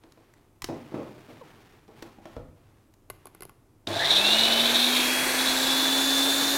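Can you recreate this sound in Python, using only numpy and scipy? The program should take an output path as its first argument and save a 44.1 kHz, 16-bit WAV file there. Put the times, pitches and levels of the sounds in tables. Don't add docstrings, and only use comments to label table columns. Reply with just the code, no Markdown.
import sys
import numpy as np
from scipy import signal
from scipy.fft import rfft, irfft, next_fast_len
from scipy.io import wavfile
from scipy.ndimage import uniform_filter1d

SR = 44100
rng = np.random.default_rng(int(sys.argv[2]) if len(sys.argv) > 2 else 0)


def dump_mix(stems):
    frames = np.atleast_2d(stems).T
    limited = np.clip(frames, -1, 1)
    pcm = np.round(limited * 32767).astype(np.int16)
    wavfile.write(sys.argv[1], SR, pcm)


N = 289737
T = np.arange(N) / SR
START_S = 3.869

# time in seconds, speed in turns/s, clean whine in dB, hum in dB.
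ROTOR_RUN_UP = [(4.15, 191.5, -41, -45), (4.25, 207.6, -28, -41), (4.37, 223.0, -32, -38),
                (4.58, 233.6, -31, -35), (4.8, 242.5, -44, -35), (4.81, 243.2, -32, -32),
                (4.85, 246.0, -46, -34), (4.94, 248.8, -33, -32), (5.21, 256.2, -31, -38),
                (5.33, 258.1, -42, -39), (5.38, 260.1, -34, -35), (5.61, 261.4, -42, -34),
                (5.67, 263.8, -30, -34), (6.25, 272.7, -27, -31), (6.44, 275.4, -32, -33),
                (6.55, 276.2, -30, -33)]
# multiple of speed, dB re rotor level ahead of the casing, roughness rate in Hz.
ROTOR_LINES = [(2, -11, 6.6), (3, -12.5, 18), (24, -15.5, 48), (26, -27, 20), (39, -23.5, 8),
               (48, -16, 350)]
# frequency in Hz, gain in dB.
CASING_GAIN = [(1000, -1.5), (5000, 5), (6200, -4), (6550, 4.5), (7200, 6), (9500, 11), (10700, 1),
               (12100, 10), (12500, 0), (14000, 8)]
# frequency in Hz, width in Hz, relative level in dB.
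HOUSING_MODES = [(598, 110, -2.5), (680, 35, 4), (835, 100, -6)]
# frequency in Hz, width in Hz, relative level in dB.
JUG_MODES = [(3474, 318, 2), (3896, 310, 0), (4630, 690, -13)]
# frequency in Hz, gain in dB.
JUG_WALL_GAIN = [(1000, -9), (3050, -9), (3380, -5.5), (4250, 1), (4750, -11), (5150, -7.5), (5650, -0.5),
                 (6300, -5), (9000, -9)]
# start in seconds, length in seconds, level at full grip in dB.
BIT_FLURRIES = [(3.915, 0.12, -29), (4.01, 0.093, -25), (4.09, 0.1, -20), (4.235, 0.23, -22),
                (4.49, 0.21, -24), (4.73, 0.15, -22.5), (4.91, 0.083, -25.5), (5.0, 0.06, -31.5),
                (5.28, 0.06, -34.5), (5.375, 0.023, -26.5), (5.45, 0.057, -26.5), (5.55, 0.31, -28.5),
                (5.85, 0.68, -30.5)]
# frequency in Hz, relative density in dB per Hz.
CHURN_SPECTRUM = [(25, -14.5), (70, -20), (130, -12.5), (220, -7.5), (330, 3), (480, -2), (700, 0),
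                  (1000, 0), (1300, -3.5), (1650, 2.5), (2000, -5), (3000, -5), (6000, -33)]
# frequency in Hz, width in Hz, relative level in dB.
SLOSH_MODES = [(2257, 250, 3.5), (2655, 200, 4.5)]
# frequency in Hz, relative density in dB per Hz.
SPRAY_SPECTRUM = [(1500, -25), (3300, -11.5), (3800, -2), (4350, 6.5), (4800, 1), (5150, -1), (5600, 1),
                  (6200, 0), (7000, 0), (9000, -2.5), (11000, -3), (12600, -7.5), (13600, -4.5),
                  (16000, -13)]
# from Hz, to Hz, roughness rate in Hz, relative level in dB.
VORTEX_BANDS = [(2804, 1050, 490, -0.5), (10700, 7000, 730, -8), (13140, 9000, 700, -16)]
# time in seconds, dry peak in dB, dull above Hz, contact decay in seconds.
CLACK_HITS = [(.037, -45.5, 1200, 0.004), (.122, -40.5, 7000, 0.002), (.338, -43.5, 4000, 0.002),
              (.6203, -24, 9000, 0.0035), (.643, -16, 7100, 0.0033), (1.879, -51, 2000, 0.0048),
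              (2.024, -28, 2520, 0.0051), (2.255, -40, 1370, 0.0028), (2.365, -43, 2000, 0.0022),
              (2.939, -47, 9000, 0.0025)]
# frequency in Hz, relative density in dB per Hz.
CLACK_SPECTRUM = [(60, 3), (150, -22), (330, 4), (600, -8.5), (1000, 6.5), (1400, -4.5), (1900, 0),
                  (2600, -3), (3300, -1.5), (4500, -3), (6000, -2), (7500, -6.5), (16000, -9.5)]
# time in seconds, dry peak in dB, dull above Hz, contact decay in seconds.
THUD_HITS = [(.04, -43, 900, 0.0081), (.175, -45, 2500, 0.0064), (.688, -26.5, 1800, 0.0049),
             (.696, -23, 500, 0.0093), (.724, -29, 600, .015), (.919, -32.5, 1500, 0.018),
             (.942, -22, 795, 0.016), (.975, -30, 1200, 0.054), (1.285, -42, 400, 0.034),
             (1.881, -41.5, 1220, 0.026), (2.025, -31, 1200, 0.0038), (2.184, -39, 1800, 0.0074),
             (2.255, -31.5, 3000, 0.0043), (2.366, -29, 600, 0.0076), (3.872, -26, 1000, 0.046)]
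# frequency in Hz, relative density in dB per Hz.
COUNTER_SPECTRUM = [(30, -38), (80, -15), (160, -7.5), (240, -1), (330, 2.5), (420, -4), (520, -3),
                    (750, -7.5), (1100, -13.5), (1700, -21), (4000, -26.5), (16000, -35)]
# time in seconds, dry peak in dB, dull above Hz, contact decay in seconds.
FRAME_SHOVES = [(.625, -40, 40, 0.027), (2.367, -35, 120, 0.03), (3.1, -47, 60, 0.017),
                (3.42, -49, 60, 0.035)]
# frequency in Hz, relative density in dB per Hz.
FRAME_SPECTRUM = [(15, -9), (30, 6.5), (65, -3), (100, 0.5), (160, 2.5), (300, -29), (1000, -57)]
# time in seconds, dry peak in dB, contact decay in seconds.
DIAL_CLICKS = [(3.1, -25, 0.0038), (3.2558, -33, 0.0012), (3.269, -36.5, 0.0038), (3.3485, -36.5, 0.0013),
               (3.4067, -33, 0.0012), (3.4213, -29, 0.0028), (3.432, -34, 0.0023), (3.4523, -32, 0.0011),
               (3.4939, -38, 0.0016)]
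# frequency in Hz, width in Hz, relative level in dB.
DIAL_PANEL_MODES = [(130, 170, -11), (378, 80, 5), (840, 210, -1.5), (1120, 76, 3), (1470, 130, -1),
                    (2070, 67, -1.5), (2820, 360, -9), (4620, 550, -13), (7250, 1900, -17),
                    (9780, 730, -5.5), (10800, 960, -2), (13500, 980, -8.5)]
# start in seconds, length in seconds, level in dB.
SHUFFLE_SLIDES = [(0, 0.4, -66), (0.72, 0.5, -53), (1.22, 0.3, -54), (1.45, 0.29, -55.5), (1.87, 0.07, -60),
                  (1.945, 0.12, -52.5), (2.2, 0.14, -57), (2.54, 0.25, -67), (3.1, 0.36, -64)]
# frequency in Hz, relative density in dB per Hz.
RUB_SPECTRUM = [(40, -39), (120, 2), (220, -5), (400, -2), (550, -12), (800, -6.5), (1200, -10.5),
                (2500, -14), (5000, -23), (8000, -29.5), (16000, -33)]
# frequency in Hz, relative density in dB per Hz.
AMBIENCE_SPECTRUM = [(15, -22), (25, -2), (70, -12.5), (102, -2), (135, -11), (180, -15), (335, -10),
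                     (463, -19), (1130, -26), (1600, -32), (4140, -39.5), (12500, -39), (16000, -46)]
# frequency in Hz, 60 dB decay time in seconds.
KITCHEN_T60 = [(100, 0.94), (300, 0.42), (1000, 0.63), (4000, 0.44), (14000, 0.35)]

KICK_TURNS_PER_S, TOP_TURNS_PER_S = 78, 274
HUM_RUN_UP_DB_PER_OCTAVE, HUM_WAVER_DB, WHINE_WAVER_DB = 7, 0.4, 0.9
BRAY_HZ, BRAY_WIDTH_HZ, BRAY_DB = 1850, 300, -29.5
INRUSH_HZ, INRUSH_DB, INRUSH_S = 100.2, -38.5, 0.063
ROTOR_DB, ROTOR_DB_PER_OCTAVE = -32, 22
STRAIN_DB, STRAIN_S, STRAIN_RELEASE_S, EASY_RUN_DB = -34.5, 0.74, 0.22, -46.5
GROWL_WAVER_DB = 0.2
FLURRY_ATTACK_S, FLURRY_RELEASE_S, STRAY_BITS_DB = 0.012, 0.043, -38.5
IMPACTS_PER_S, IMPACT_GROWTH_PER_S2 = 430, 4800
CHURN_DB, GRIP_TURNS_PER_S = -30.5, 178
SPRAY_DB, SPRAY_DB_PER_OCTAVE = -29.9, 8
SLOSH_DB, COARSE_SPRAY_HZ = -35, 7500
PASTE_S = 4.9
VORTEX_DB, VORTEX_ATTACK_S, VORTEX_HOLD_S, VORTEX_RELEASE_S = -31.5, 0.065, 0.39, 0.43
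VORTEX_SETTLE_S = 0.62
SLIDE_ATTACK_S, SLIDE_RELEASE_S = 0.029, 0.1
SQUEAK_S, SQUEAK_LENGTH_S, SQUEAK_DB = 1.409, 0.015, -42.5
SQUEAK_FROM_HZ, SQUEAK_TO_HZ, SQUEAK_SETTLE_S = 610, 404, 0.0156
DIAL_DULL_HZ = 11000
AMBIENCE_DB = -60.5
CUTOFF_HZ = 15900


def motor(speed):
    angle = 2 * np.pi * np.cumsum(speed) / SR
    return rotor_hum(speed, angle) + inrush() + fan_whine(speed, angle) + upper_lines(speed, angle) + growl()


def rotor_speed():
    run_up = [(s, turns) for s, turns, *_ in ROTOR_RUN_UP]
    return in_time([(START_S, KICK_TURNS_PER_S)] + run_up)[0]


def rotor_hum(speed, angle):
    _, _, hum_db = in_time(ROTOR_RUN_UP)
    octaves = np.log2(np.minimum(speed / ROTOR_RUN_UP[0][1], 1))
    hum_db = hum_db + HUM_RUN_UP_DB_PER_OCTAVE * octaves
    return from_db(hum_db + HUM_WAVER_DB * drift(6.1)) * np.sqrt(2) * np.sin(angle)


def inrush():
    gain = swell(START_S, INRUSH_S, INRUSH_DB, attack_s=0.038, release_s=0.05)
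    return gain * np.sqrt(2) * np.sin(2 * np.pi * INRUSH_HZ * T)


def fan_whine(speed, angle):
    _, whine_db, _ = in_time(ROTOR_RUN_UP)
    blur = np.clip((150 / speed) ** 7, 0, 1)
    fan_angle, fan_hz = 13 * angle, 13 * speed
    clean = np.sqrt(2 * (1 - blur)) * np.sin(fan_angle)
    fan = clean + np.sqrt(blur) * rough_line(fan_angle, rate_hz=130)
    bray = from_db(BRAY_DB) / (1 + (2 * (fan_hz - BRAY_HZ) / BRAY_WIDTH_HZ) ** 2)
    gain = (1 - blur) * from_db(whine_db + WHINE_WAVER_DB * drift(25))
    return (gain + bray) * fan


def upper_lines(speed, angle):
    rotor_db = ROTOR_DB + ROTOR_DB_PER_OCTAVE * np.log2(speed / TOP_TURNS_PER_S)
    lines = sum(from_db(rotor_db + db) * rough_line(round(k) * angle, rate_hz)
                for k, db, rate_hz in ROTOR_LINES)
    return colour(lines, CASING_GAIN)


def growl():
    pull = swell(START_S, STRAIN_S, STRAIN_DB, attack_s=0.017, release_s=STRAIN_RELEASE_S)
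    strain = np.maximum(pull, from_db(EASY_RUN_DB))
    housing = rms_one(resonate(grains(900, spread_db=1.0), HOUSING_MODES))
    rumble = from_db(-16) * noise(FRAME_SPECTRUM)
    return strake_gain(strain) * (housing + rumble)


def strake_gain(strain):
    return strain * from_db(GROWL_WAVER_DB * drift(15))


def food(speed):
    grip = np.minimum(speed / GRIP_TURNS_PER_S, 1)
    impacts = bit_impacts()
    churn = grip ** 1.5 * from_db(CHURN_DB + 0.75 * drift(40)) * noise(CHURN_SPECTRUM)
    return pelting(grip, impacts) + churn + slosh() + spray(speed, impacts) + vortex()


def bit_impacts():
    rate = IMPACTS_PER_S + IMPACT_GROWTH_PER_S2 * np.maximum(T - START_S, 0)
    impacts = grains(rate * from_db(2.5 * drift(25)), spread_db=2.5)
    local_power = np.abs(uniform_filter1d(impacts ** 2, size=3000))
    return impacts / np.sqrt(local_power + 1e-6)


def pelting(grip, impacts):
    flurries = swells(BIT_FLURRIES, FLURRY_ATTACK_S, FLURRY_RELEASE_S)
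    gain = np.maximum(flurries, from_db(STRAY_BITS_DB))
    return grip * gain * rms_one(colour(resonate(impacts, JUG_MODES), JUG_WALL_GAIN))


def slosh():
    loose = swell(START_S, PASTE_S - START_S, SLOSH_DB, attack_s=0.57, release_s=1.0)
    return loose * rms_one(resonate(grains(6000, spread_db=0.5), SLOSH_MODES))


def spray(speed, impacts):
    effort = speed / TOP_TURNS_PER_S
    droplets = rms_one(grains(16000, spread_db=2.0)) + 0.75 * rms_one(impacts)
    full = rms_one(patchy_treble(colour(droplets, SPRAY_SPECTRUM), patchy_db=1.5))
    coarse = signal.lfilter(*signal.butter(1, COARSE_SPRAY_HZ, fs=SR), full)
    gain = from_db(SPRAY_DB + SPRAY_DB_PER_OCTAVE * np.log2(effort))
    return gain * (coarse + effort ** 2 * (full - coarse))


def patchy_treble(x, patchy_db, count=14):
    centres_hz = np.geomspace(5000, 15000, count)
    return x + sum((from_db(patchy_db * drift(3.2)) - 1) * resonate(x, [(hz, 450, 0)]) for hz in centres_hz)


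def vortex():
    out = 0
    for from_hz, to_hz, rate_hz, db in VORTEX_BANDS:
        phase = 2 * np.pi * np.cumsum(settle(PASTE_S, from_hz, to_hz, VORTEX_SETTLE_S)) / SR
        out = out + from_db(db) * rough_line(phase, rate_hz)
    return swell(PASTE_S, VORTEX_HOLD_S, VORTEX_DB, VORTEX_ATTACK_S, VORTEX_RELEASE_S) * out


def jolt():
    return strikes([(3.872, -19.5, 6000, 0.0015)], lambda force: resonate(force, JUG_MODES))


def handling():
    clacks = strikes(CLACK_HITS, lambda force: colour(force, CLACK_SPECTRUM))
    thuds = strikes(THUD_HITS, lambda force: colour(force, COUNTER_SPECTRUM))
    shoves = strikes(FRAME_SHOVES, lambda force: colour(force, FRAME_SPECTRUM))
    clicks = [(s, db, DIAL_DULL_HZ, contact_s) for s, db, contact_s in DIAL_CLICKS]
    dial = strikes(clicks, lambda force: resonate(force, DIAL_PANEL_MODES))
    hard = kitchen(clacks + squeak(), wet_db=-12)
    low = kitchen(thuds + shoves, wet_db=-3.0)
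    return hard + low + kitchen(dial, wet_db=-17) + shuffle()


def shuffle():
    slips = grains(2500 * from_db(2.3 * drift(20)), spread_db=0.5)
    slides = swells(SHUFFLE_SLIDES, SLIDE_ATTACK_S, SLIDE_RELEASE_S)
    return slides * rms_one(colour(slips, RUB_SPECTRUM))


def squeak():
    hz = settle(SQUEAK_S, SQUEAK_FROM_HZ, SQUEAK_TO_HZ, SQUEAK_SETTLE_S)
    phase = 2 * np.pi * np.cumsum(hz * (1 + 0.039 * drift(150))) / SR
    gain = swell(SQUEAK_S, SQUEAK_LENGTH_S, SQUEAK_DB, attack_s=0.006, release_s=0.009)
    return gain * (np.sin(phase) + 0.66 * np.sin(2 * phase))


def strikes(rows, body, size=8192):
    out, age_s = np.zeros(N + size), np.arange(size) / SR
    for s, db, dull_hz, contact_s in rows:
        force = rng.standard_normal(size) * np.exp(-age_s / contact_s)
        hit = body(signal.lfilter([1], [1, -np.exp(-2 * np.pi * dull_hz / SR)], force))
        at = max(round(s * SR), 0)
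        out[at:at + size] += from_db(db) * hit / np.abs(hit).max()
    return out[:N]


def kitchen(x, wet_db):
    age_s, tail = T[:SR], 0
    edges_hz = np.geomspace(70, 17000, 9)
    for low, high in zip(edges_hz, edges_hz[1:]):
        band_pass = signal.butter(2, [low, high], "band", fs=SR, output="sos")
        band = signal.sosfilt(band_pass, rng.standard_normal(SR))
        tail = tail + band * 1000 ** (-age_s / at_hz(KITCHEN_T60, np.sqrt(low * high)))
    tail = tail * (1 - np.exp(-age_s / 0.0046))
    return x + from_db(wet_db) * signal.fftconvolve(x, tail / np.linalg.norm(tail))[:N]


def ambience():
    return from_db(AMBIENCE_DB) * noise(AMBIENCE_SPECTRUM)


def from_db(db):
    return 10 ** (np.asarray(db) / 20)


def rms_one(x):
    return x / np.sqrt(np.mean(x ** 2) + 1e-20)


def in_time(rows):
    s, *columns = np.transpose(rows)
    return [np.interp(T, s, c) for c in columns]


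def at_hz(points, hz):
    f, value = np.transpose(points)
    return np.interp(np.log(np.maximum(hz, 1)), np.log(f), value)


def colour(x, spectrum):
    size = next_fast_len(2 * len(x), real=True)
    gain = from_db(at_hz(spectrum, np.fft.rfftfreq(size, 1 / SR)))
    cepstrum = irfft(np.log(gain), size)
    cepstrum[1:size // 2] *= 2
    cepstrum[size // 2 + 1:] = 0
    return irfft(rfft(x, size) * np.exp(rfft(cepstrum)), size)[:len(x)]


def noise(spectrum):
    return rms_one(colour(rng.standard_normal(N), spectrum))


def drift(rate_hz):
    size = next_fast_len(N, real=True)
    slope = 1 + (np.fft.rfftfreq(size, 1 / SR) / rate_hz) ** 4
    return rms_one(irfft(rfft(rng.standard_normal(size)) / np.sqrt(slope), size)[:N])


def rough_line(phase, rate_hz):
    return drift(rate_hz) * np.sin(phase) + drift(rate_hz) * np.cos(phase)


def resonate(x, modes):
    out = 0
    for k, (hz, width_hz, db) in enumerate(modes):
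        r = np.exp(-np.pi * width_hz / SR)
        poles = [1, -2 * r * np.cos(2 * np.pi * hz / SR), r * r]
        ring = signal.lfilter([1, 0, -1], poles, x + 1e-18)
        out = out + (-1) ** k * from_db(db) * (1 - r * r) / 2 * ring
    return out


def grains(per_s, spread_db):
    sizes = from_db(spread_db * np.minimum(rng.exponential(1, N), 4))
    return sizes * rng.choice([-1, 1], N) * (rng.random(N) < per_s / SR)


def swell(s, length_s, db, attack_s, release_s):
    rise = np.clip((T - s) / attack_s, 0, 1)
    return from_db(db) * rise * np.exp(-np.maximum(T - s - length_s, 0) / release_s)


def swells(rows, attack_s, release_s):
    return np.max([swell(s, length_s, db, attack_s, release_s) for s, length_s, db in rows], axis=0)


def settle(s, from_hz, to_hz, settle_s):
    return to_hz + (from_hz - to_hz) * np.exp(-np.maximum(T - s, 0) / settle_s)


def scene():
    switched_on = np.clip((T - START_S) / 0.0011, 0, 1)
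    speed = rotor_speed()
    blender = (motor(speed) + food(speed)) * switched_on + jolt()
    mono = blender + handling() + ambience()
    return np.stack([mono, mono])


def record(dry):
    low_pass = signal.ellip(12, .1, 80, CUTOFF_HZ, fs=SR, output="sos")
    return signal.sosfilt(low_pass, dry)


dry = scene()
out = record(dry)
dump_mix(out)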